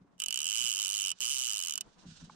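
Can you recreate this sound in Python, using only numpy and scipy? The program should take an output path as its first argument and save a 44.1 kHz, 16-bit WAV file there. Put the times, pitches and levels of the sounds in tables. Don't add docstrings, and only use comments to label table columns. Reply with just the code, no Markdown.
import sys
import numpy as np
from scipy import signal
from scipy.fft import rfft, irfft
from scipy.io import wavfile

SR = 44100
rng = np.random.default_rng(int(sys.argv[2]) if len(sys.argv) > 2 else 0)


def transcribe(u):
    v = np.clip(np.atleast_2d(u).T, -1, 1)
    q = np.round(v * 32767).astype(np.int16)
    wavfile.write(sys.argv[1], SR, q)


N = 103635
TIME = np.arange(N) / SR
HZ = np.fft.rfftfreq(N, 1 / SR)

# (time [s], relative snap level [dB], relative ring level [dB])
REEL_LEVEL = [(.2, -2.5, 0), (.42, -2, -1), (.6, -1.5, 0), (.9, -1, -4), (1.12, -2, -0.5), (1.21, -2, -3.5),
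              (1.379, -2, -6.5), (1.52, -2.5, -4.5), (1.64, -3.5, -6), (1.8, 0, -7)]


def amp(db):
    return 10 ** (np.asarray(db) / 20)


def evened(x):
    return x / np.sqrt(np.mean(x ** 2) + 1e-20)


def over_hz(table, axis=1):
    rows = np.array(table)
    return np.interp(np.log(HZ + 1), np.log(rows[:, 0] + 1), rows[:, axis])


def over_time(table, at_s, axis=1):
    rows = np.array(table)
    return np.interp(at_s, rows[:, 0], rows[:, axis])


def add(mix, start_s, sound):
    start = max(round(start_s * SR), 0)
    part = mix[..., start:][..., :sound.shape[-1]]
    part += sound[..., :part.shape[-1]]


def pair(z, coherence):
    left = coherence * z[1] + np.sqrt(1 - coherence ** 2) * z[0]
    return np.array([left, z[1]])


def mode(hz, db, t60_s, rise_s):
    t = TIME[:SR // 5]
    rise = 1 - np.exp(-(t / rise_s) ** 2)
    return amp(db - 60 * t / t60_s) * rise * np.sin(2 * np.pi * hz * t)


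def rustle(colour, level, coherence, flutter_db):
    noise = pair(rng.standard_normal((2, N)), coherence)
    noise = irfft(rfft(noise) * amp(over_hz(colour)), N)
    flutter = np.interp(TIME, np.linspace(0, TIME[-1], 120), rng.standard_normal(120))
    return evened(noise) * amp(over_time(level, TIME) + flutter_db * flutter)


def band_noise(lo_hz, hi_hz):
    sos = signal.butter(2, [lo_hz, hi_hz], "band", fs=SR, output="sos")
    return evened(signal.sosfilt(sos, rng.standard_normal((2, N))))


def swell(centre_s, length_s):
    return np.exp(-((TIME - centre_s) / length_s) ** 2)


def air():
    # (frequency [Hz], relative level [dB])
    air_colour = [(25, -5), (60, -7.5), (110, -11.5), (175, 4), (300, -5), (550, -8.5), (850, -9),
                  (1100, -10), (2000, -20), (5000, -42.5), (9000, -36), (11500, -51), (16000, -72)]
    # (time [s], level [dB])
    air_level = [(0, -67), (.06, -69.5), (.13, -68), (.3, -69.5), (1.7, -71), (1.87, -63), (2.35, -67.5)]
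    return rustle(air_colour, air_level, coherence=0.24, flutter_db=3.0)


def buffets():
    # (time [s], relative level [dB], length [s])
    gusts = [(0.234, -10, .03), (.5, -3, 0.022), (.64, -3, .03), (1.346, 0, .025), (1.87, 5, .02),
             (2.08, 10, .03), (2.172, 9, 0.055), (2.245, 11, 0.021)]
    envelope = sum(amp(db) * swell(s, length_s) for s, db, length_s in gusts)
    return pair(band_noise(lo_hz=25, hi_hz=70), coherence=0.58) * envelope * amp(-70.5)


def sliding_line():
    # (frequency [Hz], relative level [dB])
    slide_colour = [(500, -58), (1500, 3), (2100, -10.5), (2800, 1), (3900, 2), (4700, 0.5), (6200, 0.5),
                    (7500, -5.5), (8600, -9), (9800, -24.5), (11000, -39), (16000, -48)]
    # (time [s], right level [dB])
    slide_level = [(0, -87), (1.1, -64), (1.85, -69.5), (1.96, -71), (2.1, -59.5), (2.22, -57), (2.35, -61)]
    left_db = -6.5
    return rustle(slide_colour, slide_level, coherence=0.1, flutter_db=3.5) * amp([[left_db], [0]])


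def line_tick():
    # (time [s], level [dB], frequency [Hz])
    tick = (2.246, -60, 8000)
    s, db, hz = tick
    return amp(db) * swell(s, length_s=.0015) * band_noise(0.64 * hz, 1.16 * hz)


def bumps():
    # (time [s], relative level [dB], pitch [Hz])
    bump_events = [(.006, -6, 182), (.041, -13, 283), (0.151, -17, 175), (0.278, -31, 160),
                   (.596, -11.5, 186), (.632, -10.5, 162), (1.126, -21, 181.9), (1.347, -22, 157),
                   (1.482, -21, 197.1), (1.857, -14, 192), (2.054, 4, 175.5), (2.075, 1.5, 159),
                   (2.107, -2, 164.5), (2.215, -1.5, 169), (2.226, 2, 159.3), (2.269, -6.5, 188),
                   (2.305, -8.5, 163)]
    # (multiple of the pitch [1], relative level [dB], t60 [s])
    hull = [(.33, -9.5, 0.096), (.6, -5, 0.1), (1, 1.5, 0.12), (1.38, -3, 0.1), (2.05, -14.5, 0.071)]
    bump_db, rise_s = -45, 0.0035
    out = np.zeros((2, N))
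    for s, db, hz in bump_events:
        bump = sum(mode(hz * ratio, mode_db, t60_s, rise_s) for ratio, mode_db, t60_s in hull)
        add(out, s, amp(bump_db + db) * bump)
    return out


def tackle_knock():
    # (frequency [Hz], relative level [dB], t60 [s])
    knock_modes = [(506, -12, 0.031), (873, -2.5, 0.045), (1070, 7.5, 0.018), (1156, 1, 0.022),
                   (1490, -7, .025), (2250, -12, 0.026)]
    knock_s, knock_db, left_db, rise_s = 2.296, -41, -2, 0.0021
    out = np.zeros((2, N))
    knock = sum(mode(*row, rise_s) for row in knock_modes)
    add(out, knock_s, amp([[knock_db + left_db], [knock_db]]) * knock)
    return out


def teeth():
    # (time [s], strength [dB])
    slow_clicks = [(.18, -36), (.19, -30), (.2005, -1.5), (.2188, 0), (.2375, 0), (.26, .5), (.2832, 0),
                   (.3068, 1), (.3257, .5), (.3424, 1), (.3581, 0), (.3741, 1), (.3893, 0), (.4033, -.5),
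                   (.4165, 0), (.4293, -1.5), (.4428, -1), (.4551, 0), (1.187, -26), (1.6593, -1.5),
                   (1.6707, 0), (1.6826, -.5), (1.6954, 0), (1.7083, .5), (1.7224, -1), (1.7369, -2),
                   (1.7552, -.5), (1.777, -1), (1.8086, -2)]
    # (time [s], speed [teeth/s])
    first_pull = [(0.4671, 94.6), (0.516, 102), (0.5961, 121.7), (0.7021, 118.4), (0.7222, 90.8),
                  (0.8042, 104.3), (0.8683, 94.1), (0.9428, 103.8), (1.0892, 93.6), (1.1285, 67.6)]
    second_pull = [(1.2048, 128.8), (1.2812, 115.1), (1.313, 152.6), (1.3724, 123.6), (1.393, 133.2),
                   (1.501, 112.3), (1.52, 99.7), (1.5411, 111.4), (1.6515, 74.83)]
    jitter_s, spread_db = .00008, .6
    rows = list(slow_clicks)
    for pull in (first_pull, second_pull):
        t = np.arange(pull[0][0], pull[-1][0], 1 / SR)
        passed = np.cumsum(over_time(pull, t)) / SR
        strikes_s = np.interp(np.arange(passed[-1]), passed, t)
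        rows += [(s, 0) for s in strikes_s]
    when_s, db = np.transpose(rows)
    chance = rng.standard_normal((len(rows), 2))
    return when_s + jitter_s * chance[:, 0], db + spread_db * chance[:, 1]


def scrapes(when_s, db):
    scrape_db, spread_db = -50, 4
    lead_s, lead_spread, decay_s = .0042, 0.22, .0007
    chance = rng.standard_normal((len(when_s), 2))
    at_s = when_s - lead_s * (1 + lead_spread * chance[:, 0])
    ticks = np.zeros(N)
    ticks[np.round(at_s * SR).astype(int)] = amp(scrape_db + db + spread_db * chance[:, 1])
    shape = np.exp(-TIME[:SR // 100] / decay_s)
    return signal.oaconvolve(ticks, shape)[:N] * band_noise(lo_hz=4630, hi_hz=15700)


def spool(when_s, db):
    # (frequency [Hz], relative level [dB], t60 [s], left minus right [dB])
    spool_modes = [(1166, -34, 0.04, -11), (1300, -31, 0.044, -20.5), (1520, -32.5, 0.021, 0.5),
                   (2508, -24, 0.058, -5), (2723, -16, 0.028, -32), (2860, -11.5, 0.034, -30),
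                   (2946, 1.5, 0.015, -44), (2971, -8.5, .052, -11), (3410, -16, 0.01, -32),
                   (5430, -16, 0.0092, 8.5), (6660, -20, 0.0089, 12), (7890, -1.5, 0.012, -1),
                   (8700, -6, .011, -32)]
    ring_db, uneven_db = -23.5, 1.55
    rise_s, left_lag_s = 0.00084, .00004
    out = np.zeros((2, N))
    at = np.round(when_s * SR).astype(int)
    level_db = db + over_time(REEL_LEVEL, when_s, axis=2) + ring_db
    for hz, mode_db, t60_s, left_db in spool_modes:
        strikes = np.zeros(N)
        strikes[at] = amp(level_db + uneven_db * rng.standard_normal(len(at)))
        ring = signal.oaconvolve(strikes, mode(hz, mode_db, t60_s, rise_s))[:N]
        left = amp(left_db) * np.interp(TIME - left_lag_s, TIME, ring)
        out += [left, ring]
    return out


def pawl(when_s, db):
    # (frequency [Hz], relative level [dB])
    snap_colour = [(200, -39.5), (650, -32), (1250, -16), (1850, -26), (2500, -13), (3000, -13),
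                   (3400, -9.5), (4000, -12), (4500, -8), (5500, -4), (6900, 0.5), (7900, -5.5), (8700, -2),
                   (9500, -13), (11000, -17), (12200, -17.5), (13800, -28), (15700, -28.5)]
    # (frequency [Hz], left minus right [dB], left phase lead [rad])
    snap_stereo = [(1290, -9, -2.5), (3020, -4.5, -2), (4750, -10.5, -2.5), (6680, -3.5, -3),
                   (8430, -11, -3), (9650, 2, -1), (12200, -1, -6), (15900, -2, -4)]
    snap_db, rise_s, decay_s = -5, .0007, .0017
    t = TIME[:SR // 80]
    shape = (1 - np.exp(-(t / rise_s) ** 2)) * np.exp(-t / decay_s)
    chatter = pair(rng.standard_normal((2, len(when_s), len(t))), coherence=0.73) * shape
    colour = evened(amp(over_hz(snap_colour)))
    short_hz = np.fft.rfftfreq(len(t), 1 / SR)
    heard = irfft(rfft(chatter) * np.interp(short_hz, HZ, colour))
    chatter /= np.linalg.norm(heard, axis=2, keepdims=True)
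    out = np.zeros((2, N))
    for k, level_db in enumerate(db + over_time(REEL_LEVEL, when_s)):
        add(out, when_s[k], amp(snap_db + level_db) * chatter[:, k])
    spectrum = rfft(out) * colour
    spectrum[0] *= amp(over_hz(snap_stereo)) * np.exp(1j * over_hz(snap_stereo, axis=2))
    return irfft(spectrum, N)


def boat(x):
    # (delay [s], level [dB])
    echo_taps = [(.0063, -9), (.0092, -15), (.0118, -20)]
    scatter_db, scatter_t60_s, dull_hz = -16.5, 0.013, 3400
    t = TIME[:SR // 8]
    scatter = rng.standard_normal((2, len(t))) * amp(-60 * t / scatter_t60_s) * (t > .003)
    scatter *= amp(scatter_db) / np.linalg.norm(scatter[0])
    echoes = sum(amp(db) * np.exp(-2j * np.pi * HZ * delay_s) for delay_s, db in echo_taps)
    echoes /= np.sqrt(1 + (HZ / dull_hz) ** 6)
    return x + irfft(rfft(x) * echoes, N) + signal.oaconvolve(x, scatter, axes=1)[:, :N]


def scene():
    background = air() + buffets()
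    handling = sliding_line() + line_tick() + bumps() + tackle_knock()
    when_s, db = teeth()
    reel = boat(scrapes(when_s, db) + spool(when_s, db) + pawl(when_s, db))
    return background + handling + reel


def record(dry):
    low_pass = signal.firwin(255, 16200, window=("kaiser", 9), fs=SR)
    return signal.oaconvolve(dry, low_pass[None], "same")


dry = scene()
out = record(dry)
transcribe(out)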